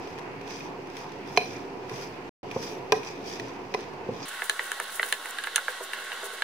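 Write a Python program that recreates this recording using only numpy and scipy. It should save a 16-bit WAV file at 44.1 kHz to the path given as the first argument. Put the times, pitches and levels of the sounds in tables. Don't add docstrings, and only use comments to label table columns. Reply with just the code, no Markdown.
import sys
import numpy as np
from scipy import signal
from scipy.fft import rfft, irfft
from scipy.io import wavfile
from scipy.ndimage import uniform_filter1d

SR = 44100
rng = np.random.default_rng(int(sys.argv[2]) if len(sys.argv) > 2 else 0)


def amplitude_ratio(level_db):
    exponent = np.asarray(level_db, float) / 20
    return 10 ** exponent


def put_to_file(sound):
    columns = np.atleast_2d(sound).T
    safe = np.clip(columns, -1, 1)
    whole_steps = np.round(safe * 32767)
    wavfile.write(sys.argv[1], SR, whole_steps.astype(np.int16))


N = 283563

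T = np.arange(N) / SR
HZ = np.arange(N // 2 + 1) * SR / N + 1
BLOW_T = np.arange(SR // 4) / SR
SIDES = np.array([[1], [-1]])
STEADY_TOP_HZ = 15750

# freq_hz, level_db_per_hz
TICK_TONE = [(1000, -28.5), (1700, 9.5), (2400, 3.5), (3600, 3), (5000, -1.5), (5800, 5), (7000, -13.5),
             (9500, -11), (13000, -18.5), (16500, -25.5)]
# freq_hz, level_db_per_hz
SNAP_TONE = [(4000, -14), (5300, -30), (6150, 1.5), (7000, 8), (8200, -4), (9560, 9.5), (11000, -19),
             (13200, -12), (16300, -26)]
# freq_hz, level_db, t60_s
FLOOR_THUD = [(405, -0.5, 0.15), (476, 4.5, 0.086), (657, -0.5, 0.11), (973, 5, 0.03)]


def unit(x):
    return x / np.sqrt(np.mean(x ** 2))


def shape(points, peaks=(), at=HZ):
    hz, db = np.transpose(points)
    bells_db = sum(g / (1 + (2 * (at - f) / w) ** 2) for f, w, g in peaks)
    return amplitude_ratio(np.interp(np.log(at), np.log(hz), db) + bells_db)


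def walk(rate_hz):
    hold = int(SR / rate_hz)
    steps = np.repeat(rng.standard_normal(N // 100 + 1), hold)[:N]
    return 1.5 * uniform_filter1d(uniform_filter1d(steps, hold), hold)


def grit(gain, per_s, spread_db, grain_s, smooth):
    caught = rng.random(N) < per_s / SR
    size = amplitude_ratio(spread_db * np.minimum(rng.exponential(size=N), 3)) * caught
    grains = signal.lfilter([1], [1, -np.exp(-1 / (grain_s * SR))], size)
    push = (unit(grains) + smooth) * rng.standard_normal((2, N))
    return unit(irfft(gain * (HZ < STEADY_TOP_HZ) * rfft(push), N))


def ring(modes, scatter_db, wide, rise_s, detune=0.012, sag=0):
    hz, db, t60 = np.transpose(modes)[:, :, None, None]
    chance = rng.standard_normal((len(modes), 4))[:, :, None]
    sag_s = 0.0045
    bent = BLOW_T + sag * sag_s * (np.exp(-BLOW_T / sag_s) - 1)
    phase = 2 * np.pi * hz * (1 + detune * chance[:, :1]) * bent
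    phase = phase + chance[:, 1:2] / 4 + wide * chance[:, 2:3] * SIDES
    decay = np.exp(-np.log(1000) * BLOW_T / t60)
    y = np.sum(amplitude_ratio(db + scatter_db * chance[:, 3:]) * np.sin(phase) * decay, axis=0)
    y = y * np.sin(np.minimum(BLOW_T / rise_s, 1) * np.pi / 2) ** 2
    return y / np.max(np.abs(y))


def crack(tone, t60, wide):
    mid, side = rfft(rng.standard_normal((2, len(BLOW_T))))
    gain = shape(tone, at=np.arange(len(mid)) * 4 + 1)
    burst = irfft(gain * (mid + wide * SIDES * side), len(BLOW_T))
    fast = np.exp(-np.log(1000) * BLOW_T / t60)
    y = burst * (fast + 0.04 * fast ** 0.79) * np.minimum(BLOW_T / 0.00048, 1)
    return y / np.max(np.abs(y))


def add(out, start_s, y):
    i = int(start_s * SR)
    out[:, i:i + y.shape[1]] += y[:, :N - i]


def pressure(column, idle_db, lift_db_per_s):
    # start_s (full pressure), hold_s, ring_db, hiss_db
    strokes = [(.03, 0.082, -57, -67), (.186, 0.0072, -81, -82), (.500, 0.0059, -49.5, -59),
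               (.56, 0.085, -56.5, -64), (.88, 0.041, -72, -84), (.980, 0.0073, -51, -57),
               (1.12, 0.053, -70, -89), (1.285, 0.055, -57.5, -64), (1.381, .01, -66, -57),
               (1.44, 0.13, -52, -62), (1.937, 0.1, -50, -54.5), (2.536, 0.07, -53.5, -63),
               (2.634, 0.068, -48.5, -53), (2.935, 0.0067, -64, -68), (3.073, 0.0062, -47.5, -57),
               (3.283, 0.051, -47, -53), (3.45, 0.087, -60.5, -75), (3.76, 0.014, -57, -72),
               (3.81, 0.0093, -59.5, -70), (4.14, 0.027, -59.5, -66), (4.235, .02, -48, -63)]
    press_db_per_s = 265
    total = amplitude_ratio(idle_db)
    for row in strokes:
        before_s = np.maximum(row[0] - T, 0)
        after_s = np.maximum(T - row[0] - row[1], 0)
        total = total + amplitude_ratio(row[column] - press_db_per_s * before_s - lift_db_per_s * after_s)
    return total


def scrape():
    # freq_hz, width_hz, level_db
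    scrape_modes = [(1910, 280, 7), (2440, 140, 18), (3300, 260, 2.5), (3570, 690, 7.5), (4100, 240, -8),
                    (4990, 340, 9.5), (5720, 220, 10), (6200, 540, -13), (5300, 940, -7.5), (4600, 830, -3)]
    # freq_hz, level_db_per_hz
    hiss_tone = [(3000, -37.5), (6000, -8.5), (7500, -7.5), (9600, -4.5), (12000, -10), (13700, -4),
                 (15600, -11)]
    coating_top_hz, stir_db = 6440, 1.8
    push = rfft(grit(1, 700.0, 3.3, 0.002, 1.1))
    push = push / np.sqrt(1 + (HZ / coating_top_hz) ** 10)
    press = pressure(column=2, idle_db=-61, lift_db_per_s=142)
    bright = (press / amplitude_ratio(-53)) ** 0.67
    rings = 0
    for hz, width_hz, db in scrape_modes:
        stir = amplitude_ratio(db + stir_db * walk(20.67))
        mode = irfft(push / (1 + 2j * (HZ - hz) / width_hz), N)
        rings = rings + (bright if hz > 4000 else 1) * stir * mode
    hiss_press = pressure(column=3, idle_db=-84.5, lift_db_per_s=132.5)
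    hiss = hiss_press * grit(shape(hiss_tone), 600.0, 2.5, 0.00077, 1.3)
    return amplitude_ratio(2.0) * press * unit(rings) + amplitude_ratio(-5.0) * hiss


def knocks():
    # start_s, body_db, rim_db, wall_db, rim_pitch_hz
    hard_knocks = [
        (1.3734, -13.5, -15.5, -8.5, 724),
        (2.9212, -10, -15, -11, 1040),
        (3.7401, -28, -31, -23, 900),
        (3.7454, -17, -22, -25.5, 1010),
    ]
    # start_s, wall_db, tick_db
    nicks = [(0.073, -40, -41.5), (.179, -39, -52), (0.412, -42, -43.5), (0.476, -51, -41),
             (.606, -35, -50), (0.9, -47, -45), (0.968, -41, -36.5), (1.3654, -34, -39),
             (1.895, -38, -39.5), (2.513, -30, -39), (3.032, -37, -42), (3.397, -29.5, -36.5)]
    # start_s, body_db, body_pitch_hz, rim_db
    dull_thuds = [
        (1.913, -24.5, 456, -34.5),
        (2.562, -15, 548, -31),
        (3.441, -28.5, 460, -57),
        (4.0889, -14.5, 534, -39),
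        (4.1168, -25, 475, -42),
    ]
    # pitch_ratio, level_db, t60_s
    body_modes = [(.33, -10, 0.049), (.57, -9.5, 0.049), (.78, -13, 0.033), (1.0, 3, 0.07), (.97, -10, .25),
                  (1.2, -15.5, 0.037)]
    # pitch_ratio, level_db, t60_s
    flat_modes = [(.3, -18, .05), (.5, -3, .035), (.72, -5, .015), (1.0, 2.5, .05), (1.3, -4, .015),
                  (1.7, -9.5, 0.041), (2.2, -13.5, .025)]
    # freq_hz, level_db, t60_s
    rim_modes = [(721, 13.5, 0.062), (677, -13.5, 0.083), (757, -14.5, 0.027), (884, -22.5, 0.08),
                 (900, -12, 0.023), (1012, 12.5, 0.054), (1049, 1, 0.087), (1140, -1, .03)]
    # freq_hz, level_db, t60_s
    wall_modes = [(1940, -25, 0.0078), (2160, -12, 0.013), (2410, 13, 0.0084), (2400, -13, 0.08),
                  (2465, -11.5, 0.15), (2880, -4.5, 0.01), (3020, -10.5, 0.021), (4090, -18.5, 0.047),
                  (4810, -10, 0.026), (5850, -12.5, 0.018)]
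    # start_s, freq_hz, level_db, t60_s
    spot_modes = [(1.3735, 4090, -18, 0.03), (1.3732, 1042, -15.5, 0.032), (1.3735, 6200, -34, 0.012),
                  (1.392, 4100, -35, .05), (1.3656, 6000, -28, .015), (1.3656, 3350, -37.5, .015),
                  (1.3732, 687, -23, 0.069), (1.3735, 3040, -24.5, .012), (2.9215, 5700, -25, 0.026),
                  (2.9215, 5100, -28, 0.021), (2.925, 1600, -24, .04), (2.9262, 1190, -25, 0.034),
                  (2.9282, 433, -18.5, 0.053), (2.929, 753, -18, 0.086), (2.9351, 433, -19, 0.037),
                  (2.945, 1900, -33, 0.043), (3.398, 1900, -29, .015), (3.7454, 2020, -26, 0.033),
                  (3.7454, 745, -29, 0.062)]
    floor_hz, tick_below_wall_db, thud_wall_db = 433, -8, -50
    blows = [(s, body, rim, wall, wall + tick_below_wall_db, hz, floor_hz)
             for s, body, rim, wall, hz in hard_knocks]
    blows += [(s, -38, -48, wall, tick, 800, floor_hz) for s, wall, tick in nicks]
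    blows += [(s, body, rim, thud_wall_db, thud_wall_db + tick_below_wall_db, 900, hz)
              for s, body, hz, rim in dull_thuds]
    out = np.zeros((2, N))
    for s, body_db, rim_db, wall_db, tick_db, rim_hz, body_hz in sorted(blows):
        rim = [(hz, db - 16 * abs(np.log2(hz / rim_hz)), t60) for hz, db, t60 in rim_modes]
        free = np.clip(3.5 + (wall_db + 7.5), 0.22, 1)
        if body_hz != floor_hz:
            body = ring(np.multiply(flat_modes, (body_hz, 1, 1)), 0.94, 0.11, 0.0016, 0.003, 0.33)
        else:
            body = ring(np.multiply(body_modes, (body_hz, 1, np.sqrt(free))), 0.94, 0.11, 0.0015, 0.003)
        blow = amplitude_ratio(body_db - 2.0) * body
        blow = blow + amplitude_ratio(rim_db + 3.5) * ring(rim, 0.77, 0.6, 0.0029, 0.003)
        wall = np.multiply(wall_modes, (1, 1, free))
        blow = blow + amplitude_ratio(wall_db + 5.0) * ring(wall, 0.88, 1.3, 0.0012, 0.0037)
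        blow = blow + amplitude_ratio(tick_db + 8.5 - 3.5 * free) * crack(TICK_TONE, 0.032, 0.98)
        add(out, s, blow)
    for s, hz, db, t60 in spot_modes:
        add(out, s, amplitude_ratio(db) * ring([(hz, 0, t60)], 0, 0.52, 0.00088, 0.001))
    return out


def blade_ticks():
    # start_s, level_db
    clicks = [(0.186, -39), (0.1916, -44), (0.508, -37), (.5417, -55), (0.582, -42.5), (0.871, -46),
              (1.119, -44), (1.2748, -40.5), (1.5324, -47), (1.959, -38), (1.992, -42), (2.629, -35.5),
              (3.048, -37), (3.242, -55), (3.2765, -47), (3.2986, -44), (3.483, -41), (3.7902, -42),
              (3.8066, -41), (3.935, -44)]
    out = np.zeros((2, N))
    for s, db in clicks:
        add(out, s, amplitude_ratio(db + 6.5) * crack(TICK_TONE, 0.024, 0.905))
    return out


def grate_thumps():
    # start_s, level_db
    thumps = [
        (1.917, -42.5),
        (2.567, -56),
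        (3.409, -41),
        (4.121, -53),
    ]
    # freq_hz, level_db, t60_s
    grate_modes = [(90, -2, 0.11), (125, 12.5, 0.38), (148, -11, 0.062)]
    out = np.zeros((2, N))
    for s, db in thumps:
        add(out, s, amplitude_ratio(db) * ring(grate_modes, 2, 0.2, 0.015))
    return out


def edge_taps():
    # start_s, wood_db, wood_pitch_hz, clack_db, tick_db
    taps = [(4.42, -15, 1740, -37, -45), (4.4963, -14, 1716, -20.5, -22), (4.5938, -16, 1870, -33, -47),
            (4.7171, -19, 1710, -30, -29), (4.8, -15, 1750, -42, -31), (4.9959, -12.5, 1940, -33, -55),
            (5.0295, -15.5, 1620, -26.5, -39), (5.1251, -15.5, 1720, -21, -24),
            (5.2565, -23.5, 1870, -60, -54), (5.934, -21, 1700, -32.5, -40), (6.118, -24.5, 1680, -33, -54),
            (6.4214, -14, 1630, -23.5, -37.5)]
    # start_s, wood_db, wood_pitch_hz, clack_db,
    # tick_db
    wall_taps_and_ticks = [(4.2847, -45, 1580, -57, -45), (4.291, -48, 1650, -57, -43), (4.394, -27.5, 1360, -57, -51),
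                           (4.8954, -30.5, 1610, -54, -52), (5.3855, -24, 1740, -30, -40),
                           (5.438, -26.5, 1540, -31, -37), (5.443, -24, 1530, -35, -42),
                           (5.4714, -16.5, 1690, -34, -52), (5.5594, -17, 1684, -20, -16.5),
                           (5.5657, -20, 1650, -42, -35), (5.5799, -14.5, 1480, -37, -48)]
    # start_s, wood_db, wood_pitch_hz, thud_db
    bumps = [
        (5.682, -14, 1620, -31),
        (5.8058, -48, 1480, -25.5),
        (6.229, -37, 1490, -27),
        (6.258, -43, 1490, -35),
        (6.303, -29, 1490, -34.5),
    ]
    # freq_hz, level_db, t60_s
    wood_modes = [(472, -16.5, 0.01), (673, -15.5, 0.015), (960, -11, 0.02), (1285, -11, 0.01),
                  (1490, -3, 0.01), (1997, -2.5, 0.0097), (2400, -8, 0.0036), (2570, -13.5, 0.013)]
    # pitch_ratio, level_db, t60_s
    blade_modes = [(1.0, 0, .010), (1.0, -22, .03)]
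    # freq_hz, level_db, t60_s
    clack_modes = [(2780, -1.5, 0.02), (3060, 1, 0.021), (3360, -7, .01), (3556, 1, 0.015), (4010, 0, .014),
                   (4164, -3, 0.012), (4580, -9, 0.012)]
    # freq_hz, level_db, t60_s
    snap_modes = [(5360, -15, 0.0057), (6210, -7.5, 0.007), (6900, -15, 0.0046), (8530, -2.5, 0.006),
                  (9500, 3.5, 0.0057), (10100, -6, 0.0052), (11600, -11, 0.0037), (13200, -10, .005),
                  (14800, -12, .004)]
    # start_s, freq_hz, level_db, t60_s
    tap_modes = [(4.421, 1370, -30, 0.013), (4.4963, 3970, -23.5, 0.016), (4.5934, 1490, -24, 0.016),
                 (4.593, 1240, -26, 0.014), (4.799, 1230, -29, .012), (4.8, 2030, -28, 0.011),
                 (4.9954, 960, -29, 0.02), (4.9956, 650, -26, .015), (4.9953, 1540, -23, .012),
                 (5.0302, 2070, -19, 0.011), (5.1252, 1940, -24, 0.011), (5.132, 990, -32, 0.034),
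                 (5.388, 1680, -21, 0.029), (5.44, 3050, -36, 0.014), (5.5584, 3540, -20, 0.014),
                 (5.587, 1486, -26, 0.044), (5.686, 502, -31.5, 0.06), (5.933, 2750, -26.5, 0.027),
                 (5.9337, 2000, -30, .015), (6.118, 2820, -32, .02), (6.128, 2830, -33, .02),
                 (6.233, 1490, -30, 0.054), (5.5591, 6200, -16.5, 0.01), (5.565, 9700, -28, .015)]
    blows = [(s, db, hz, db - 16.5, clack, tick) for s, db, hz, clack, tick in taps]
    blows += [(s, db, hz, db - 23, clack, tick) for s, db, hz, clack, tick in wall_taps_and_ticks]
    blows += [(s, db, hz, thud, db - 24, db - 30) for s, db, hz, thud in bumps]
    out = np.zeros((2, N))
    for s, wood_db, hz, thud_db, clack_db, tick_db in sorted(blows):
        extra = 2.1 * min(amplitude_ratio(clack_db - wood_db), 0.4)
        floor = np.add(wood_modes, (0, -10 * extra, 0))
        blade = np.multiply(blade_modes, (hz, 1, 1 + extra))
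        blade = blade + [(0, 0, 0), (0, 4 * extra, 0)]
        blow = amplitude_ratio(wood_db + 1.0) * ring(np.vstack([floor, blade]), 2.2, 0.11, 0.00061)
        blow = blow + amplitude_ratio(clack_db + 8.0) * ring(clack_modes, 0.9, 0.63, 0.0006, 0.01)
        snap = ring(snap_modes, 1.2, 0.75, 0.00027, 0.011) + 0.41 * crack(SNAP_TONE, 0.01, 0.7)
        blow = blow + amplitude_ratio(tick_db + 12.0) * snap
        blow = blow + amplitude_ratio(thud_db - 1.0) * ring(FLOOR_THUD, 0.95, 0.076, 0.0012)
        add(out, s, blow)
    for s, hz, db, t60 in tap_modes:
        add(out, s, amplitude_ratio(db) * ring([(hz, 0, t60)], 0, 0.22, 0.00062, 0.001))
    return out


def drops_and_nudges():
    # start_s, level_db
    drops = [(4.4404, -37), (5.072, -41), (5.138, -34), (5.3086, -33), (5.8338, -39), (5.8393, -31),
             (6.0408, -36), (6.229, -34)]
    # start_s, level_db
    nudges = [(4.916, -46), (4.954, -47), (5.058, -32.5), (5.353, -56), (5.421, -48), (5.992, -38),
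              (6.024, -36), (6.064, -39), (6.124, -36), (6.331, -33.5)]
    out = np.zeros((2, N))
    for s, db in drops:
        add(out, s, amplitude_ratio(db + 4) * crack(SNAP_TONE, 0.008, 0.7))
    for s, db in nudges:
        add(out, s, amplitude_ratio(db - 1) * ring(FLOOR_THUD, 1.5, 0.081, 0.0012, 0.051))
    return out


def rustle():
    # centre_s, level_db, length_s
    tosses = [(4.29, -41.5, 0.02), (4.34, -57, 0.041), (4.45, -42.5, 0.031), (4.51, -50, 0.064),
              (4.60, -65, .04), (4.65, -46.5, 0.058), (4.72, -60, 0.045), (4.83, -43.5, 0.024),
              (4.89, -61, .09), (4.955, -41, 0.073), (5.05, -40.5, 0.07), (5.095, -45, 0.034),
              (5.14, -48, 0.044), (5.26, -52, 0.044), (5.30, -46, 0.029), (5.40, -55, .04),
              (5.47, -45, 0.03), (5.575, -47, 0.086), (5.70, -46, 0.049), (5.84, -43, 0.037),
              (5.94, -45, 0.03), (6.0, -52, .06), (6.05, -46.5, 0.02), (6.135, -47, 0.029),
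              (6.255, -40, 0.035), (6.34, -46.5, 0.033)]
    # time_s, level_db
    bed = [(4.25, -52.5), (4.8, -52.5), (5.28, -51.5), (5.36, -66), (6.43, -71)]
    # freq_hz, level_db_per_hz
    rustle_tone = [(3000, -21.5), (5500, -15.5), (8000, -10.5), (9700, -6), (11000, -10.5), (13000, -15),
                   (15600, -12)]
    swell = amplitude_ratio(np.interp(T, *np.transpose(bed)))
    for s, db, length_s in tosses:
        swell = swell + amplitude_ratio(db) * np.cos(np.clip((T - s) / (1.6 * length_s), -0.5, 0.5) * np.pi) ** 2
    return swell * grit(shape(rustle_tone), 1000.0, 6.9, 0.0014, 1.2)


def kitchen(x, t60, wet_db, gain, low_hz):
    echo_shares = [
        (1, .71, .46, .29, .17, .097),
        (.93, .77, .41, .33, .19, .083),
    ]
    echo_gain = 0.6
    longest_s = t60 * np.log(1 / echo_gain) / np.log(1000)
    lag = np.exp(-2j * np.pi * HZ * longest_s * np.array(echo_shares)[:, :, None])
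    mid, side = np.prod((lag - echo_gain) / (1 - echo_gain * lag), axis=1) * lag[:, -1]
    spread = mid + np.minimum(HZ / 1000, 1) * SIDES * side
    x = x + amplitude_ratio(wet_db) * irfft(rfft(x.mean(axis=0), N) * gain * spread / np.sqrt(2), N)
    return signal.sosfilt(signal.butter(4, low_hz, "high", fs=SR, output="sos"), x)


def air(gain, alike, swell_db, flicker_db, rate_hz):
    hz, likeness = np.transpose(alike)
    c = np.clip(np.interp(np.log(HZ), np.log(hz), likeness), 0, 1)
    mid, side = rfft(rng.standard_normal((2, N)))
    both = gain * (HZ < STEADY_TOP_HZ) * (np.sqrt(1 + c) * mid + SIDES * np.sqrt(1 - c) * side)
    swell, out = swell_db * walk(rate_hz), 0
    for octave in range(5, 15):
        band = np.cos(np.clip(np.log2(HZ) - octave, -1, 1) * np.pi / 2) ** 2
        out = out + amplitude_ratio(swell + flicker_db * walk(rate_hz * 4)) * irfft(both * band, N)
    return unit(out)


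def extractor_drone():
    # freq_hz, level_db_per_hz
    drone_tone = [(15, -72), (25, -31), (137, -4), (217, -6), (270, -9.5), (301, -12.5), (394, 4.5),
                  (607, -11.5), (734, -8.5), (988, -13.5), (1610, -15.5), (2690, -15.5), (3620, -32),
                  (4490, -26), (16000, -64)]
    # freq_hz, width_hz, level_db
    drone_peaks = [(118, 54, 0.5), (278.3, 25, 13.5), (332, 56, 4.5), (415, 38, -4.5), (712, 46, 5),
                   (961, 270, 9), (2414, 140, -2)]
    # freq_hz, left_right_likeness (0-1)
    drone_alike = [(40, 0.7), (80, .88), (130, 1), (290, 0.84), (640, 0.73), (1410, 0), (3100, 0.04)]
    return amplitude_ratio(-38.5 - 0.92 * SIDES) * air(shape(drone_tone, drone_peaks), drone_alike, 0.25, 1.0, 3.3)


def cooktop_fan():
    # freq_hz, level_db_per_hz
    fan_tone = [(25, -18), (40, -31), (70, -24), (105, -45), (150, -18.5), (250, -14), (400, -7),
                (860, -3.5), (1190, -5.5), (1480, -1.5), (2910, -4.5), (5430, -14.5), (9840, -14.5),
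                (15700, -28)]
    # freq_hz, width_hz, level_db
    fan_peaks = [(374, 31, 3.5), (478, 2.5, 8), (1080, 86, 0.5), (1490, 220, 6.5), (1922, 36, 7.5),
                 (2430, 185, -13), (3840, 720, 5), (6240, 360, 0)]
    # freq_hz, left_right_likeness (0-1)
    fan_alike = [(60, 0.6), (130, 0.66), (290, 0.82), (640, 0.95), (1410, 0.78), (3100, 0.48), (6820, 0),
                 (15000, 0)]
    return amplitude_ratio(-39) * air(shape(fan_tone, fan_peaks), fan_alike, 0.1, 1.17, 3.2)


def whine():
    # freq_hz, level_db
    whine_tones = [(1098, -53), (9620, -70), (10664, -73), (11063, -73), (14616, -79)]
    # time_s, level_db
    ninth_fade = [(4.25, -60), (4.6, -55), (5.25, -58), (5.4, -76), (6.43, -87)]
    tones = 0
    for hz, db in whine_tones:
        tones = tones + amplitude_ratio(db + 4.5) * np.sin(2 * np.pi * hz * T + 2.45 * walk(6.9))
    ninth_db = np.interp(T, *np.transpose(ninth_fade)) + 3.5 * walk(25)
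    return tones + amplitude_ratio(ninth_db) * np.sin(2 * np.pi * 9877 * T + 1.2 * walk(15))


def first_shot():
    colour = shape([(200, 4.0), (1000, -8.5), (3000, -6.5), (12000, -3.0)])
    blows = kitchen(knocks() + blade_ticks(), 0.2, -5.5, colour, 100.0)
    return scrape() + grate_thumps() + amplitude_ratio(-0.7 * SIDES) * blows + extractor_drone()


def second_shot():
    colour = shape([(300, 2.0), (1500, 3.0), (4000, 4.0), (12000, -8)])
    blows = kitchen(edge_taps() + drops_and_nudges(), 0.055, -11.5, colour, 394.0)
    return (blows + rustle() + cooktop_fan() + whine()) * amplitude_ratio(-0.95 * SIDES)


def scene():
    change_s = 4.253
    fade = np.clip((T - change_s) / 0.004 + 0.5, 0, 1)
    return (1 - fade) * first_shot() + fade * second_shot()


def low_pass(x):
    return signal.sosfilt(signal.butter(12, 16560, fs=SR, output="sos"), x)


def record(dry):
    limit, mute_from_s, mute_to_s = 0.95, 2.2935, 2.4305
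    hiss = irfft(rfft(rng.standard_normal((2, N))) * (HZ < STEADY_TOP_HZ), N)
    mix = limit * np.tanh((dry + amplitude_ratio(-69.5) * hiss) / limit)
    mix = signal.sosfilt(signal.ellip(12, 0.2, 70, 16250, fs=SR, output="sos"), mix)
    unmuted = np.clip(np.maximum(mute_from_s - T, T - mute_to_s) / 0.00056, 0, 1)
    return low_pass((mix + 0.0011) * unmuted)


dry = scene()
out = record(dry)
put_to_file(out)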